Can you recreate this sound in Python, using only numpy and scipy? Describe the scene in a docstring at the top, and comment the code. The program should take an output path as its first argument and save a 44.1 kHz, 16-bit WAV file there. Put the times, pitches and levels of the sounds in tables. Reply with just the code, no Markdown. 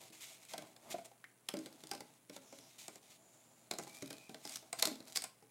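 """Small hands on a high-chair tray

Close up, a small child taps a hollow tray and slides and knocks a light plastic piece on it. Each hit
thuds and knocks in the tray and clicks in the thin plastic. Between hits, friction hisses, drones and
whistles, gripped plastic crackles, and there is one small wet plop. A quiet kitchen answers, with a
faint mains hum."""
import sys
import numpy as np
from scipy import signal
from scipy.fft import rfft, irfft, next_fast_len
from scipy.io import wavfile
from scipy.ndimage import map_coordinates

SR = 44100
rng = np.random.default_rng(int(sys.argv[2]) if len(sys.argv) > 2 else 0)


def generate_wav(signal):
    """Clip the signal to [-1, 1] and save it as 16-bit WAV at the path in sys.argv[1]."""
    frames = np.transpose(np.atleast_2d(signal))
    scaled = np.clip(frames, -1, 1) * 32767
    pcm = np.round(scaled).astype(np.int16)
    wavfile.write(sys.argv[1], SR, pcm)


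N = 242886

# slides over the tray: start/s, end/s, hiss/dB, drone/dB, swell over the stroke/dB, resonance/Hz
SLIDES = [(0.0, 0.1, -61, -67.5, -5.5, 2380), (0.12, 0.491, -62.5, -73, -4, 2350),
          (0.199, 0.351, -56.5, -78, -1, 3020), (0.48, 0.551, -55, -63.5, 11, 2420),
          (0.55, 0.749, -67.5, -64.5, -10, 2400), (0.737, 0.918, -71.5, -65.5, 23.5, 2130),
          (0.899, 0.944, -47, -56, -3.5, 2830), (0.94, 1.1, -69, -68, -11, 3930),
          (1.043, 1.075, -57, -66.5, -2, 8000), (1.599, 2.19, -70, -71, -5, 3400),
          (2.322, 2.389, -61, -66.5, -3, 3480), (2.41, 2.998, -67.5, -71.5, -1, 3400),
          (2.78, 2.888, -58, -87, -10, 4033), (3.019, 3.181, -65, -72.5, 2, 3700),
          (3.182, 3.699, -74, -72, 1, 6940), (3.819, 4.455, -66.5, -67.5, -6.5, 4400),
          (3.939, 3.982, -59.5, -89, -16, 7093), (4.43, 4.582, -55, -68, 7.5, 5594),
          (4.579, 4.723, -69.5, -70.5, -3, 4995), (4.746, 4.822, -57, -59, 22, 4560),
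          (4.85, 5.064, -65.5, -64.5, -15, 3983), (5.056, 5.164, -64, -64.5, -2, 4740),
          (5.151, 5.178, -36.5, -62, 14, 4800)]
# colour of the friction hiss: f/Hz, level/dB
HISS_EQ = [(600, -38), (1100, -9), (1700, -12.5), (2150, -2), (2900, -5.5), (3700, -3), (5200, -6),
           (6800, -1.5), (10000, -7), (14000, -11.5), (16000, -19.5)]
# resonances of the tray damped by a hand: f/Hz, width/Hz, level/dB
DAMPED_TRAY = [(130, 52, -9.5), (246.5, 8.3, -1), (328.3, 17, -4), (662, 83, -2), (702, 72, 0),
               (766, 210, -6)]
# the plastic is gripped and flexed: start/s, end/s, level/dB
FLEXES = [(0.0, 0.456, -69.5), (1.594, 1.995, -69.5), (3.72, 4.204, -61), (4.46, 4.577, -60),
          (4.784, 4.895, -51), (4.94, 5.052, -72), (5.052, 5.155, -61)]
# colour of the thin plastic: f/Hz, level/dB
PLASTIC_EQ = [(100, -75), (1000, -8), (2000, -6.5), (2900, -7.5), (3900, -2), (5000, -2), (6300, -5),
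              (8000, -2.5), (10500, -7.5), (13000, -11), (16000, -18.5)]
# colour of the room tone: f/Hz, level/dB
ROOM_TONE_EQ = [(25, -30), (60, -10), (90, -29), (120, -1.5), (160, -1), (260, -1), (450, -5.5),
                (700, -6.5), (1200, -11), (2500, -15), (5000, -25.5), (10000, -11), (13000, -22),
                (16000, -16.5)]
# reverb send, relative to the direct sound: f/Hz, level/dB
REVERB_SEND = [(200, -5), (800, -12), (3000, -10.5), (12000, -11)]
# the kitchen's decay: f/Hz, t60/s
REVERB_DECAY = [(150, 0.36), (700, 0.36), (4000, 0.31), (9000, 0.23), (15000, 0.28)]
# hits, with levels ahead of the trims in strike():
# t/s, thud/dB, knock/dB, click/dB, pitch of the spot struck/Hz, click peak/Hz, first flight/s
HITS = [(0.1, -59.5, -70, -61.5, 325, 3400, 0.052), (0.535, -57, -43.5, -43.5, 338, 3260, 0.0055),
        (0.579, -51.5, -48.5, -42.5, 320, 3320, 0.042), (0.763, -85, -65, -55.5, 338, 3650, 0.00025),
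        (0.94, -45, -36, -56, 338.5, 3000, 0), (0.982, -56, -43.5, -59, 338, 8500, 0.0015),
        (1.057, -84, -79, -53.5, 347, 7700, 0.00076), (1.114, -69, -59.5, -72, 372, 5800, 0),
        (1.487, -55.5, -52, -34, 394.7, 2860, 0.0001), (1.538, -40, -40.5, -46, 284.7, 2951, 0.0025),
        (1.568, -39.5, -52, -47.5, 310.2, 5008, 0.0002), (1.588, -51, -66, -50, 317, 7100, 0),
        (1.659, -51.5, -55.5, -47.5, 271, 3450, 0.0072), (1.746, -59.5, -77, -72, 265.5, 7000, 0.00082),
        (1.836, -54.5, -63, -50, 336, 3240, 0), (1.913, -47.5, -43, -36.5, 398.7, 5430, 0),
        (1.934, -62, -49, -48, 400.3, 5360, 0), (1.949, -53, -54.5, -47, 270, 4850, 0.028),
        (2.005, -54.5, -50.5, -47, 417.2, 4500, 0), (2.296, -52.5, -53, -50.5, 286.4, 3230, 0.00093),
        (2.363, -56, -52, -48, 268.6, 3400, 0.0019), (2.525, -56.5, -53, -55, 264.6, 6960, 0.0019),
        (2.586, -60.5, -76, -54, 272.7, 3398, 0.00076), (2.88, -55, -52, -43, 363.5, 7614, 0.0021),
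        (2.956, -60, -60, -51.5, 392, 6550, 0), (3.711, -45, -42.5, -34.5, 360, 4096, 0.025),
        (3.785, -45.5, -45.5, -39, 394.4, 6926, 0.01), (3.87, -55, -52.5, -58, 375, 3460, 0.00038),
        (4.022, -42.5, -50.5, -46, 285.5, 6340, 0.0042), (4.105, -50, -51.5, -44.5, 279, 3517, 0.022),
        (4.293, -50, -56.5, -53.5, 242.6, 3652, 0.00095), (4.344, -58, -50.5, -47.5, 313, 3480, 0.0029),
        (4.451, -51.5, -53.5, -43.5, 336, 5150, 0.0015), (4.493, -80, -73, -44.5, 330, 4960, 0.00078),
        (4.557, -62, -77, -38, 299.1, 5295, 0.0003), (4.625, -64, -62, -65, 333, 4001, 0.0024),
        (4.728, -57.5, -42.5, -36, 346, 7965, 0.00018), (4.824, -54, -36, -22.5, 328.4, 4330, 0.00051),
        (4.853, -46.5, -69, -28, 419.3, 4000, 0.0011), (4.87, -43.5, -42, -41, 305, 3747, 0.01),
        (4.915, -43.5, -58, -53, 268.9, 4084, 0), (4.955, -55, -64, -52, 261, 3900, 0.00056),
        (5.003, -56, -61, -52.5, 274.6, 4284, 0.00019), (5.158, -58, -51.5, -34, 364.4, 4713, 0.0019),
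        (5.171, -57.5, -54, -29.5, 358, 4570, 0), (5.22, -67, -59, -40.5, 359.4, 8625, 0),
        (5.239, -62, -50, -37.5, 336.9, 8700, 0.0047), (5.424, -61, -64.5, -67.5, 403.5, 5516, 0.014)]
# modes of the hollow tray: f/Hz, level/dB, t60/s
TRAY_MODES = [(137.3, -10, 0.23), (186, -4, 0.11), (219.6, -4.5, 0.12), (267.4, -4, 0.19),
              (315.7, -4, 0.17), (371, 1, 0.077), (448, -1.5, 0.095), (498, 0.5, 0.076),
              (579.6, -4.5, 0.12), (629, -0.5, 0.079), (691, -4.5, 0.098), (710, 2, 0.033),
              (810.4, 2, 0.075), (924, -5, 0.064), (1038, -8, 0.14)]
# the tray's stiff upper resonances: f/Hz, width/Hz, level/dB
UPPER_TRAY = [(1077, 440, -2.5), (1397, 128, 3), (1550, 38, 6), (2165, 400, 4.5), (2580, 1200, -3)]
# the wet plop: t/s, level/dB, start/Hz, end/Hz
WET_PLOP = [(1.241, -45, 1070, 2065)]
# whistles of sliding plastic: start/s, end/s, start/Hz, end/Hz, width/Hz, level/dB
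SLIDE_WHISTLES = [(2.406, 2.628, 6970, 6690, 940, -74), (2.411, 2.742, 5950, 5400, 1493, -70),
                  (3.099, 3.748, 7067, 7100, 892, -75.5), (3.871, 4.028, 2290, 2408, 73.4, -64),
                  (4.004, 4.344, 2433, 2480, 238.5, -68)]


def amp(db):
    """Decibels to gain."""
    return 10 ** (np.asarray(db) / 20)


def unit(x):
    """Scale to rms 1."""
    return x / np.sqrt(np.mean(x ** 2) + 1e-20)


def unit_hit(x):
    """Scale a hit to rms 1 over its first 20 ms."""
    return x / np.sqrt(np.mean(x[:SR // 50] ** 2) + 1e-20)


def along(points, hz):
    """Read a curve of (f/Hz, value) points on a log frequency axis."""
    f, v = np.transpose(points)
    return np.interp(np.log(hz + 1), np.log(f + 1), v)


def wobble(rate, n=N):
    """A smooth random curve, rate knots a second."""
    knots = rng.standard_normal(int(n * rate / SR) + 4)
    return map_coordinates(knots, [np.arange(n) * rate / SR], order=2)


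def filtered(x, response):
    """Filter x by a complex frequency response."""
    size = next_fast_len(len(x) + 8192)
    return irfft(rfft(x, size) * response(np.fft.rfftfreq(size, 1 / SR)), size)[:len(x)]


def coloured(x, eq):
    """x through an EQ curve, at rms 1."""
    return unit(filtered(x, lambda f: amp(along(eq, f))))


def resonance(f, hz, width):
    """One causal resonance of peak gain 1."""
    return 1j * f * width / (hz * hz - f * f + 1j * f * width)


def body(f, table):
    """A body's response: its resonances summed in alternating polarity."""
    return sum((-1) ** k * amp(db) * resonance(f, hz, width) for k, (hz, width, db) in enumerate(table))


def impulse(eq, size=2048):
    """The tightest (minimum-phase) impulse with this EQ curve."""
    cepstrum = irfft(np.log(amp(along(eq, np.fft.rfftfreq(size, 1 / SR)))))
    cepstrum[1:size // 2] *= 2
    cepstrum[size // 2 + 1:] = 0
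    return irfft(np.exp(rfft(cepstrum)))


def friction(grain_db):
    """Friction force: noise that clumps into tiny slips."""
    return rng.standard_normal(N) * amp(grain_db * wobble(900) + 2.2 * wobble(35))


def rubbing(attack_s=0.0085, release_s=0.017, rest_db=-77.5):
    """Each stroke hisses in the plastic and drones through the tray, swelling or fading with speed."""
    drone = unit(filtered(friction(grain_db=2.5), lambda f: body(f, DAMPED_TRAY)))
    hiss = coloured(friction(grain_db=2.0), HISS_EQ)
    out = amp(rest_db) * coloured(friction(grain_db=6.0), HISS_EQ)  # hands are never quite still
    for start, end, hiss_db, drone_db, swell_db, hz in SLIDES:
        n = round((end - start) * SR)
        t = np.arange(n) / SR
        offset = rng.integers(N - n)
        fades = np.clip(np.minimum(t / attack_s, t[::-1] / release_s), 0, 1)
        swell = amp(swell_db * np.linspace(-.5, .5, n))
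        scrape = unit(filtered(hiss[offset:][:n], lambda f: 1 + 0.42 * resonance(f, hz, 0.69 * hz)))
        stroke = amp(hiss_db) * scrape + amp(drone_db) * drone[offset:][:n]
        add(out, start, fades * swell * stroke)
    return out


def crackle(snaps_per_s=130, scatter_db=5, t60=0.011):
    """Flexed plastic gives off tiny snaps at random moments."""
    out = np.zeros(N)
    snaps = (rng.random(N) < snaps_per_s / SR) * amp(scatter_db * rng.standard_normal(N))
    t = np.arange(SR // 100) / SR
    envelope = signal.fftconvolve(snaps, amp(-60 * t / t60))[:N]
    ticks = coloured(envelope * rng.standard_normal(N), PLASTIC_EQ)
    for start, end, db in FLEXES:
        add(out, start, amp(db) * ticks[round(start * SR):round(end * SR)])
    return out


def room_tone(air_db=-70.5, hum_db=-81, hum_hz=119):
    """A steady bed of air under the wavering mains hum of an appliance."""
    phase = 2 * np.pi * hum_hz * np.arange(N) / SR + 1.4 * wobble(5.0)
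    hum = np.sqrt(2) * np.sin(phase) * amp(1.2 * wobble(2.05))
    air = coloured(rng.standard_normal(N), ROOM_TONE_EQ)
    return amp(air_db) * air + amp(hum_db) * hum


def kitchen_reverb(direct):
    """The room's short tail, each frequency dying at its own speed."""
    send = filtered(direct, lambda f: amp(along(REVERB_SEND, f)))
    hz, t, noise = signal.stft(rng.standard_normal(SR // 2), SR, nperseg=256)
    decay = amp(-60 * t / along(REVERB_DECAY, hz)[:, None])
    _, tail = signal.istft(noise * decay, SR, nperseg=256)
    tail = np.pad(tail, (SR // 140, 0))  # 7 ms pre-delay
    return signal.fftconvolve(send, tail / np.linalg.norm(tail))[:N]


def tray_ring(t, modes, favoured_hz, softness_db, reach, scatter_db, attack_s=.0012):
    """The tray rings. The spot struck favours modes near one pitch, more so under a soft touch."""
    hz, db, t60 = modes.T[:, :, None]
    nearness = np.exp(-(np.log(hz / favoured_hz) / reach) ** 2)
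    focus_db = np.clip(12 + .7 * softness_db, 3, 21)
    level_db = db + focus_db * nearness + scatter_db * rng.standard_normal(hz.shape)
    # the weight of the hand detunes the modes a little differently at each touch
    loaded_hz = hz * (favoured_hz / hz) ** (nearness / 2) * np.exp(.02 * rng.standard_normal(hz.shape))
    polarity = rng.choice([-1, 1], hz.shape)
    partials = polarity * amp(level_db - 60 * t / t60) * np.sin(2 * np.pi * loaded_hz * t)
    return unit_hit(partials.sum(0) * (1 - np.exp(-t / attack_s)))


def contact(t, t60, chatter_db, chatter_t60, scuff_s):
    """Rough contact force: a scuff swells into the hit at t = 0, then the surfaces chatter and settle."""
    after = np.maximum(t, 0)
    swell = np.exp(np.minimum(t, 0) / scuff_s)
    decay = amp(-60 * after / t60) + amp(chatter_db - 60 * after / chatter_t60)
    return rng.standard_normal(len(t)) * swell * decay


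def strike(thud_db, knock_db, click_db, pitch_hz, click_hz, lead_s, knock_ratio=2.05, hard_db=-32.5):
    """One hit, landing after lead_s: thud, knock and clack from the tray, click from the thin plastic."""
    t = np.arange(SR // 4) / SR
    out, modes, plastic = np.zeros(len(t)), np.array(TRAY_MODES), impulse(PLASTIC_EQ)
    deep = modes[:, 0] < 480
    knock_hz = knock_ratio * pitch_hz
    thud = tray_ring(t, modes[deep], pitch_hz, thud_db - click_db, reach=0.093, scatter_db=2.5)
    knock = tray_ring(t, modes[~deep], knock_hz, knock_db - click_db, reach=0.11, scatter_db=5)
    add(out, lead_s + 0.0008, amp(thud_db - 4.0) * thud + amp(knock_db - 4.5) * knock)
    # the rough part of the force excites the stiff upper resonances and the thin piece
    clack_force = contact(t - lead_s, t60=0.01, chatter_db=-1.0, chatter_t60=0.11, scuff_s=0.00093)
    click_force = contact(t - lead_s, t60=0.016, chatter_db=-25.5, chatter_t60=0.071, scuff_s=0.00087)
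    clack = filtered(clack_force, lambda f: body(f, UPPER_TRAY))
    click = signal.fftconvolve(click_force, plastic)[:len(t)]
    click = filtered(click, lambda f: 1 + 1.48 * resonance(f, click_hz, click_hz / 5))
    clack_db = (knock_db + click_db) / 2 - 12.5
    add(out, .0015, amp(clack_db) * unit_hit(clack) + amp(click_db - 7.5) * unit_hit(click))
    # the instant of impact is one sharp spike, which falls away faster for clicks below hard_db
    spike_db = click_db + 4 - 0.53 * max(hard_db - click_db, 0)
    add(out, lead_s + 0.002, amp(spike_db) * plastic / np.abs(plastic).max())
    return out


def taps(lead_s=.006, min_flight_s=.004, flight_ratio=.68):
    """Hands and plastic strike the tray; a loose hit bounces twice, sooner and weaker each time."""
    out = np.zeros(N)
    bounce_loss_db = np.array([7.5, 7, 11.5])  # thud, knock, click
    for start, *levels_db, pitch_hz, click_hz, flight_s in HITS:
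        bounces = 2 if flight_s > min_flight_s else 0
        for k in range(bounces + 1):
            hit_db = np.array(levels_db) - k * bounce_loss_db
            add(out, start - lead_s, strike(*hit_db, pitch_hz, click_hz, lead_s))
            start += flight_s * flight_ratio ** k
    return out


def plop(t60=0.055, glide_s=.002, attack_s=0.00037, splash_db=-3, splash_t60=0.023):
    """A small wet cavity pops open with a tiny splash, its pitch leaping upwards."""
    out, t = np.zeros(N), np.arange(SR // 8) / SR
    for start, db, from_hz, to_hz in WET_PLOP:
        hz = to_hz + (from_hz - to_hz) * np.exp(-t / glide_s)
        ring = np.sin(2 * np.pi * np.cumsum(hz) / SR + .7 * wobble(700, len(t)))
        splash = unit(filtered(rng.standard_normal(len(t)), lambda f: resonance(f, to_hz, width=750)))
        pop = amp(-60 * t / t60) * ring + amp(splash_db - 60 * t / splash_t60) * splash
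        add(out, start, amp(db) * pop * (1 - np.exp(-t / attack_s)))
    return out


def whistles():
    """Smoothly sliding plastic sings in a narrow noise band that drifts in pitch."""
    out = np.zeros(N)
    for start, end, from_hz, to_hz, width_hz, db in SLIDE_WHISTLES:
        n = round((end - start) * SR)
        phase = 2 * np.pi * np.cumsum(np.linspace(from_hz, to_hz, n)) / SR
        band = wobble(width_hz, n) * np.cos(phase) + wobble(width_hz, n) * np.sin(phase)
        add(out, start, amp(db) * unit(band) * signal.windows.tukey(n, .5))
    return out


def add(track, start_s, sound):
    """Mix a sound into the track at start_s."""
    part = track[max(round(start_s * SR), 0):][:len(sound)]
    part += sound[:len(part)]


def scene():
    """The mono mix: close tray sounds, their reverb and the room tone."""
    direct = taps() + rubbing() + crackle() + whistles() + plop()
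    return (direct + kitchen_reverb(direct) + room_tone())[None]


def record(dry, low_cut_hz=70, top_hz=15900):
    """The small microphone sheds the bass, and everything above top_hz is cut."""
    thin = signal.sosfilt(signal.butter(1, low_cut_hz, "highpass", fs=SR, output="sos"), dry)
    return np.array([filtered(channel, lambda hz: hz < top_hz) for channel in thin])


dry = scene()
out = record(dry)
generate_wav(out)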